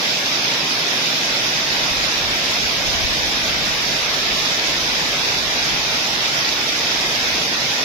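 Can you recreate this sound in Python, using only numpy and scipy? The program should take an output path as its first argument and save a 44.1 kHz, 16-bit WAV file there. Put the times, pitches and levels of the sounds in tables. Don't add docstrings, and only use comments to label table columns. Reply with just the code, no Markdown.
import sys
import numpy as np
from scipy import signal
from scipy.fft import rfft, irfft, next_fast_len
from scipy.io import wavfile
from scipy.ndimage import uniform_filter1d, map_coordinates

SR = 44100
rng = np.random.default_rng(int(sys.argv[2]) if len(sys.argv) > 2 else 0)


def unload_audio(sound):
    columns = np.transpose(np.atleast_2d(sound))
    steps = np.round(np.clip(columns, -1, 1) * 32767)
    wavfile.write(sys.argv[1], SR, steps.astype(np.int16))


N = 345744

# (frequency [Hz], relative density [dB per Hz])
RUMBLE_SPECTRUM = [(12, -11), (22, -9), (33, -5), (52, 3), (75, -1.5), (100, -5), (150, -16), (500, -70)]
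# (time [s], level [dB])
RUMBLE_SWELLS = [(0.0, -63), (0.21, -63), (0.26, -47), (0.35, -63), (0.4, -50), (0.51, -61), (0.62, -49),
                 (0.71, -58), (0.77, -49), (0.83, -55), (0.92, -57), (1.0, -66), (1.21, -62), (1.28, -44),
                 (1.38, -58), (1.42, -46), (1.54, -51), (1.76, -45), (1.88, -57), (2.07, -43), (2.11, -56),
                 (2.14, -50), (2.34, -38), (2.38, -54), (2.51, -48), (2.62, -54), (2.73, -47), (2.87, -50),
                 (2.93, -40), (3.1, -51), (3.3, -45), (3.34, -51), (3.54, -44), (3.57, -53), (3.68, -42),
                 (3.75, -57), (3.79, -45), (4.07, -47), (4.14, -62), (4.22, -48), (4.35, -50), (4.38, -54),
                 (4.42, -44), (4.61, -53), (4.89, -43), (5.04, -64), (5.09, -50), (5.58, -51), (5.64, -43),
                 (5.7, -60), (5.93, -46), (6.06, -56), (6.13, -41), (6.22, -53), (6.3, -44), (6.36, -59),
                 (6.49, -49), (6.54, -55), (6.61, -47), (6.77, -58), (6.81, -48), (6.92, -56), (7.0, -44),
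                 (7.14, -51), (7.19, -63), (7.26, -47), (7.37, -41), (7.49, -60), (7.63, -47), (7.71, -51),
                 (7.74, -62), (7.83, -49)]
# (frequency [Hz], relative density [dB per Hz])
WIND_SPECTRUM = [(12, -9), (30, 1), (48, 3.5), (75, 3.5), (130, -5), (200, -4), (300, -17), (420, -21),
                 (1500, -80)]
# (time [s], level [dB])
BREEZE_LEVEL = [(1.2, -65), (1.26, -56), (1.36, -54), (1.43, -72), (1.49, -52), (1.9, -35), (2.13, -43),
                (2.3, -32), (2.4, -43), (2.63, -34), (2.74, -40), (2.88, -30), (3.08, -31.5), (3.27, -32),
                (3.42, -38), (3.64, -32), (3.91, -46), (4.41, -38), (4.52, -47), (4.99, -36), (5.08, -39),
                (5.46, -35), (5.64, -38), (5.7, -34), (6.12, -52), (6.26, -44), (6.32, -64), (6.38, -45),
                (6.56, -43), (6.65, -50), (7.27, -39), (7.55, -47), (7.64, -45), (7.73, -58), (7.77, -67),
                (7.83, -61)]
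# (frequency [Hz], relative density [dB per Hz])
WASH_SPECTRUM = [(30, -42), (80, -28), (100, -8.5), (115, -0.5), (138, 3.5), (165, 2.5), (200, .5),
                 (235, 3.5), (390, 1.74), (500, 2.1), (640, 4.5), (950, 2), (1250, 0), (2500, 2.5),
                 (5000, 0), (9000, -0.5)]
# (frequency [Hz], correlation [-1 to 1])
PORT_CORRELATION = [(140, 1), (330, 0.99), (600, 0.74), (850, 0.4), (1100, 0.11), (1800, -0.27),
                    (2500, 0.26), (3500, -0.091), (4250, 0.16), (4800, -0.059), (10000, 0.068)]
# (frequency [Hz], depth [dB])
PATCH_DEPTH = [(300, 0.7), (800, 1.03), (1400, 3.5), (2400, 1.5), (3000, 2.5), (3600, 0.94), (4300, 3.5),
               (5200, 0.16), (8000, 8), (13000, 4)]
# (time [s], relative level [dB], pitch [Hz], left minus right [dB])
FAT_DRIPS = [(0.106, 2, 5120, -12), (0.287, -2, 3520, 4), (0.32, -6, 3500, -12), (0.601, -6, 3490, 12),
             (0.686, -14, 3490, 10), (1.605, -2, 3570, 12), (1.628, -4, 3790, 8), (1.688, -3, 3880, 1),
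             (1.971, -4, 4870, -12), (2.042, -4, 5100, -9), (2.159, -3, 3880, 12), (2.18, 4, 5470, 2),
             (2.621, -8, 3790, 10), (2.645, 0, 13520, 14), (2.729, 0, 13440, -14), (3.011, -1, 5050, -12),
             (3.486, 0, 9690, 1), (3.567, -2, 5030, 5), (3.966, 3, 5220, -11), (4.191, -3, 3270, 10),
             (4.422, -3, 5170, -12), (4.458, 1, 4900, -7), (4.919, 0, 4900, 1), (5.109, -4, 4520, -3),
             (5.13, 0, 2540, 3), (5.286, 1, 5800, -10), (5.386, 5, 4720, -3), (5.462, -6, 4560, -5),
             (5.53, 0, 3750, 6), (6.315, -6, 5940, 12), (6.448, 6, 3920, 10), (6.49, 4, 4850, -9),
             (7.111, -3, 4000, 12), (7.156, -1, 3750, 6), (7.283, 4, 6500, -6), (7.458, 1, 4920, -6),
             (7.709, -2, 4260, 12), (7.789, -1, 3640, 12)]
# (frequency [Hz], gain [dB])
LEFT_RESPONSE = [(1250, -1.15), (1750, 2), (2300, 3), (2520, 4), (2820, -1), (3150, -0.9), (3500, 4),
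                 (3850, 2), (4280, -1.1), (4560, 1.8), (4730, -6), (5000, -3), (5300, -0.5), (5850, -2),
                 (6250, -4.5), (6750, -11), (6980, -8.5), (7450, -32), (7700, -20), (8100, -43),
                 (8400, -24.5), (9900, -21.5), (12000, -24), (14000, -19.5), (15600, -35.6)]
RIGHT_RESPONSE = [(1250, -1.12), (2150, 1.2), (2550, 0.7), (2900, 0.4), (3600, 5.5), (3950, 4), (4350, 0.5),
                  (4850, 7.5), (5250, 7.5), (6000, 2), (6700, -7), (6980, -5.5), (7450, -18), (7750, -14.5),
                  (8100, -31), (8500, -27.5), (10000, -19), (11300, -23), (12600, -18.5), (14700, -18),
                  (15600, -29)]

SOUND_SPEED_M_S, PORT_GAP_M = 343, 0.14
TOP_HZ = 15750
WASH_DB, PATTER_DB, SPATTER_DB, SPRAY_DB, DRIP_DB = -17.5, -34.5, -34.5, -28.5, -17
WIND_TRIM_DB, RUMBLE_TRIM_DB = 0.3, -0.5
EDDY_DB, LEEWARD_DB = 2.0, -20
FLUTTER_DB, FLUTTER_ABOVE_HZ = 0.5, 3500


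def amp(db):
    return 10 ** (np.asarray(db) / 20)


def unit(x):
    return x / np.sqrt(np.mean(x ** 2) + 1e-20)


def along(points, hz):
    f, v = np.transpose(points)
    return np.interp(np.log(hz + 1), np.log(f + 1), v)


def over_time(points):
    return np.interp(np.arange(N) / SR, *np.transpose(points))


def wobble(rate_hz):
    knots = rng.standard_normal(int(N * rate_hz / SR) + 4)
    return map_coordinates(knots, [np.arange(N) * rate_hz / SR])


def filtered(x, response):
    size = next_fast_len(N + SR // 2)
    gain = response(np.fft.rfftfreq(size, 1 / SR))
    return irfft(rfft(x, size) * gain, size)[..., :N]


def panned(pan_db):
    return amp(np.array([pan_db, -pan_db]) / 2)


def low_noise(spectrum):
    x = filtered(rng.standard_normal(N), lambda hz: amp(along(spectrum, hz)))
    power = np.abs(uniform_filter1d(x ** 2, size=SR // 10))
    return x / np.sqrt(power + 1e-20)


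def rumble():
    return low_noise(RUMBLE_SPECTRUM) * amp(RUMBLE_TRIM_DB + over_time(RUMBLE_SWELLS))


def wind():
    ports = []
    for side_db in (0, LEEWARD_DB):
        eddies_db = EDDY_DB * wobble(17)
        ports.append(low_noise(WIND_SPECTRUM) * amp(side_db + eddies_db))
    return np.array(ports) * amp(WIND_TRIM_DB + over_time(BREEZE_LEVEL))


def far_wash():
    def mid_side_gains(hz):
        angle = np.arccos(np.clip(along(PORT_CORRELATION, hz), -1, 1)) / 2
        return amp(along(WASH_SPECTRUM, hz)) * [np.cos(angle), np.sin(angle)]

    mid, side = filtered(rng.standard_normal((2, N)), mid_side_gains)
    return np.array([mid + side, mid - side])


def impacts(count, centre_hz, spread_octaves, decay_cycles, strength_db, spread_db):
    when, size, bearing = rng.random((count, 3)).T
    pitch, life = rng.standard_normal((count, 2)).T
    hz = np.clip(centre_hz * 2 ** (spread_octaves * pitch), 200, TOP_HZ)
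    age = np.arange(SR // 200)
    turns = hz[:, None] * age / SR
    decay = np.exp(-turns / (decay_cycles * np.exp(life / 2))[:, None])
    pings = np.sin(2 * np.pi * turns) * decay
    strength = amp(strength_db * np.log(size + 0.037))
    leftward = 2 * bearing - 1
    ports = []
    for gain, towards in zip(panned(spread_db * leftward), (leftward, -leftward)):
        lag_s = (1 - towards) / 2 * PORT_GAP_M / SOUND_SPEED_M_S
        at = (when * N + lag_s * SR).astype(int)[:, None] + age
        weighted = pings * (strength * gain)[:, None]
        ports.append(np.bincount(at.ravel(), weighted.ravel(), N)[:N])
    return unit(filtered(np.array(ports), lambda f: f ** 2 / (f ** 2 + (centre_hz * 0.17) ** 2)))


def spray():
    fizz = impacts(count=20000, centre_hz=12000, spread_octaves=0.2, decay_cycles=1.1,
                   strength_db=1.5, spread_db=11)
    return fizz * amp(2.1 * wobble(27))


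def spatter():
    splats = impacts(count=2600, centre_hz=4510, spread_octaves=0.5, decay_cycles=1.8,
                     strength_db=1.0, spread_db=10)
    return splats * amp(0.81 * wobble(24))


def leaf_patter():
    ticks = impacts(count=6000, centre_hz=4085, spread_octaves=0.435, decay_cycles=2.6,
                    strength_db=4.5, spread_db=18.0)
    return ticks * amp(0.51 * wobble(24))


def patchy(x, thinning=0.42):
    hz, _, z = signal.stft(x, SR, nperseg=1024)
    field = rng.standard_normal(z.shape[1:])
    for frames in (5, 2):
        field = uniform_filter1d(field, size=3, axis=0)
        field = uniform_filter1d(field, size=frames, axis=1)
    field = unit(field)
    field = field - thinning * (field ** 2 - 1)
    gain = amp(along(PATCH_DEPTH, hz)[:, None] * field)
    return signal.istft(z * gain, nperseg=1024)[1][:, :N]


def treble_flutter(x):
    treble = filtered(x, lambda hz: hz ** 4 / (hz ** 4 + FLUTTER_ABOVE_HZ ** 4))
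    return x - treble + treble * amp(FLUTTER_DB * wobble(26))


def drips(ping_t60_s=0.011, splash_gain=0.16, splash_t60_s=0.027):
    out = np.zeros((2, N + SR))
    t = np.arange(SR // 20) / SR
    for start_s, level_db, hz, pan_db in FAT_DRIPS:
        ping = np.sin(2 * np.pi * hz * t) * amp(-60 * t / ping_t60_s)
        puff = splash_gain * rng.standard_normal(len(t)) * amp(-60 * t / splash_t60_s)
        sides = panned(pan_db)
        sides = sides / sides.max()
        start = round(start_s * SR)
        out[:, start:start + len(t)] += amp(level_db) * sides[:, None] * (ping + puff)
    return out[:, :N]


def scene():
    low = rumble() + wind()
    far = amp(WASH_DB) * far_wash()
    near = amp(SPRAY_DB) * spray() + amp(SPATTER_DB) * spatter() + amp(PATTER_DB) * leaf_patter()
    rain = treble_flutter(patchy(far + near)) + amp(DRIP_DB) * drips()
    coloured = filtered(rain, lambda hz: amp([along(LEFT_RESPONSE, hz), along(RIGHT_RESPONSE, hz)]))
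    return coloured + low


def record(dry):
    return filtered(dry, lambda hz: hz < TOP_HZ)


dry = scene()
out = record(dry)
unload_audio(out)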